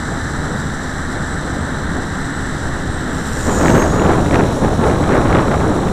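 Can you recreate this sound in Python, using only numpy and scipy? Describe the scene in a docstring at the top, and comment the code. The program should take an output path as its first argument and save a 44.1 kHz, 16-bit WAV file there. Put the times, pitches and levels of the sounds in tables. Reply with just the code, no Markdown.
"""Riverside park, hand-held camera: a small electric model helicopter approaches, gear whine over rotor hiss.
A breeze rumbles lightly at the single microphone, with the murmur of a town and the camera's own whirr behind.
At about 3.5 s the model swoops past close by, and its whine bends down, then up again as it climbs away.
From the swoop on, strong gusts and sharp slaps buffet the microphone, driving it towards overload.
Late on, the town sinks away. Tones make the whine and hum; shaped noise makes hiss, town, whirr and wind."""
import sys
import numpy as np
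from scipy import signal
from scipy.fft import rfft, irfft, next_fast_len
from scipy.io import wavfile
from scipy.ndimage import uniform_filter1d

SR = 44100
rng = np.random.default_rng(int(sys.argv[2]) if len(sys.argv) > 2 else 0)


def inscribe(sig):
    """Save sig as 16-bit PCM at rate SR to the path in sys.argv[1].

    A 1-D sig is mono; a 2-D sig holds one channel per row.
    Samples are clipped to [-1, 1] before scaling.
    """
    pcm = np.round(np.clip(np.atleast_2d(sig).T, -1, 1) * 32767)
    wavfile.write(sys.argv[1], SR, pcm.astype(np.int16))


N = 261072  # length [samples]

# buffeting in gusts, spectrum before scaling: (frequency [Hz], relative level [dB per Hz])
BUFFET_SPECTRUM = [(60, -4), (200, 1.5), (300, 2.5), (500, 1), (800, -3), (1300, -7.5), (1700, -14),
                   (2300, -30), (3200, -58), (6000, -92)]
# rasp of the sharpest wind, spectrum before scaling: (frequency [Hz], relative level [dB per Hz])
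RASP_SPECTRUM = [(400, -13), (1200, 1.5), (1900, 3), (2500, -5.5), (3500, -10.5), (4800, -21.5),
                 (8000, -30), (15500, -54)]
# closest pass, time scale of turning tail-on, half-length of the close sound [s]
PASS_S, TURN_S, SWOOP_WIDTH_S = 3.53, 0.25, 0.19


def helicopter():
    """One motor drives gears and rotor, so whine and blade rate bend together; the whine is loudest close by."""
    # gear whine as heard, bent by load and Doppler shift: (time [s], pitch [Hz])
    whine = [(0, 7650), (.75, 7800), (1.9, 8110), (2.27, 8040), (2.6, 7700), (2.92, 8240), (3.25, 7330),
             (3.42, 6950), (3.75, 6390), (3.96, 6780), (4.12, 7220), (4.55, 7470), (4.9, 7830),
             (5.92, 7890)]
    whine_per_blade = 68  # gear cycles for each passing blade
    front_db, behind_db, close_db = -50, -53, -36.5
    lag_s, close_width_s = 0.19, 0.19  # the loudest whine trails the closest pass
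    hz, = curves(whine)
    hz = uniform_filter1d(hz, size=SR // 12, mode="nearest")  # inertia rounds every bend
    blade = phase_of(hz / whine_per_blade)
    far = undb(front_db + (behind_db - front_db) * tail_on())
    close = undb(close_db) * np.sqrt(swell(PASS_S + lag_s, close_width_s))
    return gears(hz, np.hypot(far, close), blade) + rotor(blade)


def gears(hz, gain, blade, wobble=0.00196, flutter_db=2.5, chop=0.14, side_rough=0.49,
          grain_rate_hz=560, fade_db=3.0):
    """Gear mesh with sidebands; uneven teeth smear part of each tone, and moving air makes it flutter and fade."""
    # partials of the drive: (multiple of the whine [ratio], level [dB], roughness [0-1])
    partials = [(1, 3, 0.13), (1.19, -12, .4), (.72, -13, 0.1), (2, -16, .95)]
    motor_per_whine = 1 / 19.5  # motor turns for each gear cycle
    mesh = phase_of(hz * (1 + wobble * walk(210)))
    # one motor turn either side: the lower stands out from behind, the upper close by
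    lower_db = -5 + 2 * tail_on()
    upper_db = -11 + 11 * swell(PASS_S, SWOOP_WIDTH_S)
    sidebands = [
        (1 - motor_per_whine, lower_db, side_rough / 2),
        (1 + motor_per_whine, upper_db, side_rough),
    ]
    tones = 0
    for multiple, db, rough in [*partials, *sidebands]:
        rough = np.clip(rough, 0, 1)
        smear = walk(grain_rate_hz) + 1j * walk(grain_rate_hz)
        grain = np.sqrt(1 - rough) + np.sqrt(rough / 2) * smear
        drift_db = flutter_db * walk(22.4) + fade_db * walk(4.1)
        tone = np.real(grain * np.exp(1j * multiple * mesh))
        tones = tones + undb(db + drift_db) * tone
    return tones * gain * (1 + chop * np.cos(blade))


def rotor(blade, swish_db=0.5, swoop_db=0, close_swish_db=2, rush_width_s=1, uneven_db=0.9, flutter_db=0.8):
    """Hiss that swells with every blade, every other one louder; its colour turns as the model passes."""
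    # hiss at a distance along the flight: (time [s], level [dB])
    flight = [(0, 0.5), (1.4, -0.5), (1.8, -1.5), (2.6, 0.5), (3.1, -2.5), (4.3, 2.5), (5.92, -0.5)]
    # hiss from the front: (frequency [Hz], level [dB per Hz])
    hiss_front = [(2500, -96), (4700, -79.5), (5300, -78), (5800, -74), (6290, -76), (6680, -87.5),
                  (7180, -72), (8020, -72), (8900, -85.5), (9600, -83.5), (10700, -92), (11400, -92.5),
                  (12400, -97), (15500, -102)]
    # hiss from behind: (frequency [Hz], level [dB per Hz])
    hiss_rear = [(2500, -92), (5000, -82.5), (5700, -72.5), (6400, -79), (7200, -75.5), (8100, -76),
                 (8650, -84), (9100, -79.5), (10000, -83.5), (10700, -90), (11400, -90), (12300, -95),
                 (13600, -94), (15500, -99)]
    # hiss from close by: (frequency [Hz], level [dB per Hz])
    hiss_close = [(2500, -77), (4800, -77), (5400, -71), (5900, -68), (6550, -81), (7300, -63.5),
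                  (7750, -69), (8250, -67), (9500, -81.5), (10700, -87.5), (11500, -82), (12400, -86),
                  (13600, -89), (15500, -96)]
    # lower rush of air off the blades, heard further off than the close hiss: (frequency [Hz], level [dB per Hz])
    rush_spectrum = [(1500, -94), (2300, -85.5), (2900, -78), (3500, -79), (5000, -95)]
    level_db, = curves(flight)
    behind = tail_on()
    far = np.sqrt(1 - behind) * noise(hiss_front) + np.sqrt(behind) * noise(hiss_rear)
    far = far * undb(level_db + swish_db * np.cos(blade))
    close = noise(hiss_close) * np.sqrt(swell(PASS_S, SWOOP_WIDTH_S))
    close = close * undb(swoop_db + close_swish_db * np.cos(blade))
    rush = noise(rush_spectrum) * np.sqrt(swell(PASS_S, rush_width_s))
    return (far + close + rush) * undb(uneven_db * np.cos(blade / 2) + flutter_db * walk(48))


def tail_on():
    """Share of the model heard from behind: near 0 on the approach, near 1 once it has passed."""
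    return .5 + .5 * np.tanh((np.arange(N) / SR - PASS_S) / (2 * TURN_S))


def wind(sway_db=-28.0, sway_growth=0.14, rumble_db=-16.0, rumble_growth=.47, buffet_db=0.0, rasp_db=-16,
         strong_db=-15, rasp_growth=1.38, eddy_db=1.6, burst_db=6.0, flurry_db=0.84):
    """Eddies hit the microphone port: always a rumble, buffeting in gusts, short rasping bursts at their height."""
    # deep sway of the largest eddies, before scaling: (frequency [Hz], relative level [dB per Hz])
    sway_spectrum = [(5, -12), (15, 3), (26, -7), (40, -10), (60, -18), (200, -31)]
    # wind rumble, before scaling: (frequency [Hz], relative level [dB per Hz])
    rumble_spectrum = [(15, -9), (48, -1), (80, 2), (160, 0.5), (280, -2), (420, -11.5), (800, -21.5),
                       (2000, -84)]
    force_db = wind_force() + flurry_db * walk(18)
    over_strong_db = force_db - strong_db
    eddies_db = eddy_db * walk(90)
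    # faster air moves the energy upward, so sway and rumble grow less than the rest
    sway = unit(noise(sway_spectrum)) * undb(sway_db + sway_growth * over_strong_db)
    rumble = unit(noise(rumble_spectrum)) * undb(rumble_db + rumble_growth * over_strong_db)
    buffet = unit(noise(BUFFET_SPECTRUM) * undb(eddies_db)) * undb(force_db + buffet_db)
    # the flow tears off for a millisecond or two at a time; this grows faster than the gust itself
    bursts = undb(eddies_db + burst_db * walk(720))
    rasp = unit(noise(RASP_SPECTRUM) * bursts)
    rasp = rasp * undb(strong_db + rasp_db + rasp_growth * over_strong_db)
    return sway + rumble + buffet + rasp


def wind_force():
    """Strength of the wind in dB: every gust swells and dies away on top of the steady flow."""
    # flow under the gusts, a breeze that freshens at the swoop: (time [s], buffeting level [dB])
    breeze = [(0, -33), (2.2, -32.5), (3.42, -28.5), (3.5, -19), (4.6, -18), (5.92, -18)]
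    # gusts on top of it: (time of the peak [s], buffeting level [dB], half-length [s])
    gusts = [(0.133, -28, 0.027), (0.47, -29.5, 0.066), (1.156, -27.5, 0.044), (1.606, -30.5, 0.14),
             (1.957, -27.5, 0.051), (3.055, -33.5, 0.075), (3.716, -12.5, 0.073), (4.099, -13, 0.051),
             (4.373, -15, 0.04), (4.856, -16.5, 0.03), (5.156, -15, 0.062), (5.352, -12.5, 0.05),
             (5.423, -15.5, 0.015), (5.61, -19, 0.075)]
    steady_db, = curves(breeze)
    power = undb(steady_db) ** 2
    for peak_s, db, width_s in gusts:
        power = power + undb(db) ** 2 * swell(peak_s, width_s)
    return 10 * np.log10(power)


def slaps(level_db=-6, body_db=-1, rise_s=0.00081):
    """The sharpest eddies of the gusts: a few milliseconds of rasp with a dull body."""
    # single slaps of wind: (time of onset [s], relative level [dB])
    slap_times = [(3.658, -9), (3.682, -9), (3.701, -7), (3.9956, -13), (4.108, -17), (4.132, -11),
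                  (4.31, -10), (4.331, -11), (4.356, -7), (5.349, -7), (5.887, -18)]
    envelope = np.zeros(N)
    for onset_s, db in slap_times:
        age = np.clip((np.arange(N) / SR - onset_s) / rise_s, 0, 20)  # in rise times
        envelope += undb(db + level_db) * age * np.exp(1 - age)
    return envelope * (unit(noise(RASP_SPECTRUM)) + undb(body_db) * unit(noise(BUFFET_SPECTRUM)))


def background(waver=0.00415, waver_db=2.5, whirr_db=1.5, flicker_db=0.56):
    """The wash of the town; the camera's whirr throbs slightly with its drive, over a wavering hum."""
    # distant traffic, before the level curve: (frequency [Hz], level [dB per Hz])
    town_spectrum = [(20, -65), (200, -65.5), (550, -69), (800, -60.5), (1050, -63.5), (1300, -58.5),
                     (1620, -57), (1900, -61), (2130, -70), (2450, -85.5), (4000, -100), (15000, -135)]
    # town and hum over time: (time [s], level [dB])
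    background_level = [(0, 1), (3.4, 0.5), (3.9, -1.5), (4.6, -15), (5.92, -15)]
    # hum of the camera's drive, before waver and level curve: (frequency [Hz], level [dB rms])
    hum_tones = [(74.4, -33), (148.8, -34.5), (261.2, -38.5), (1768, -42.5)]
    # thin whirr of the camera: (frequency [Hz], level [dB per Hz])
    whirr_spectrum = [(1500, -102), (2500, -87), (3050, -77.5), (3450, -75), (3930, -68), (4200, -74),
                      (4550, -88.5), (7000, -90), (15500, -118)]
    level_db, = curves(background_level)
    town = noise(town_spectrum) * undb(flicker_db * walk(30))
    drive = phase_of(np.full(N, hum_tones[0][0]))
    whirr = noise(whirr_spectrum) * undb(whirr_db * np.cos(drive))
    hum = 0
    for hz, db in hum_tones:
        gain = undb(db + waver_db * walk(9))
        hum = hum + gain * np.sin(phase_of(hz * (1 + waver * walk(47.3))))
    return (town + np.sqrt(2) * hum) * undb(level_db) + whirr


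def undb(db):
    """Decibels to gain."""
    return 10 ** (np.asarray(db) / 20)


def curves(table):
    """Each column of a table of (time [s], values), joined by straight lines, one value a sample."""
    s, *columns = np.transpose(table)
    return [np.interp(np.arange(N) / SR, s, c) for c in columns]


def unit(x):
    """Scale to rms 1."""
    return x / np.sqrt(np.mean(x ** 2))


def noise(spectrum):
    """Noise with a spectrum of (Hz, dB per Hz), silent above its last point."""
    hz, db = np.transpose(spectrum)
    size = next_fast_len(N, real=True)
    bins = np.maximum(np.fft.rfftfreq(size, 1 / SR), 1)
    gain = undb(np.interp(np.log(bins), np.log(hz), db, right=-np.inf))
    shaped = irfft(rfft(rng.standard_normal(size)) * gain, size)
    return shaped[:N] * np.sqrt(SR / 2)


def walk(rate):
    """Smooth chance of rms 1 that changes about rate times a second."""
    knots = np.arange(N) * (4 * rate / SR)
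    bell = signal.windows.gaussian(9, np.sqrt(2))
    smooth = np.convolve(rng.standard_normal(N // 8), bell, "valid")
    return unit(np.interp(knots, np.arange(len(smooth)), smooth))


def phase_of(hz):
    """Running angle of something that turns hz times a second."""
    return 2 * np.pi * np.cumsum(hz) / SR


def swell(peak_s, width_s):
    """A bell-shaped rise and fall of power, 1 at its peak."""
    return np.exp(-.5 * ((np.arange(N) / SR - peak_s) / width_s) ** 2)


def scene():
    """Everything reaches one microphone, which feeds both channels."""
    mono = helicopter() + wind() + slaps() + background()
    return np.array([mono, mono])


def record(dry):
    """Whatever exceeds full scale clips; a steep low-pass then cuts the top."""
    top_hz = 14950
    clipped = np.clip(dry, -1, 1)
    low_pass = signal.ellip(10, .1, 80, top_hz, fs=SR, output="sos")
    return signal.sosfilt(low_pass, clipped)


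dry = scene()
out = record(dry)
inscribe(out)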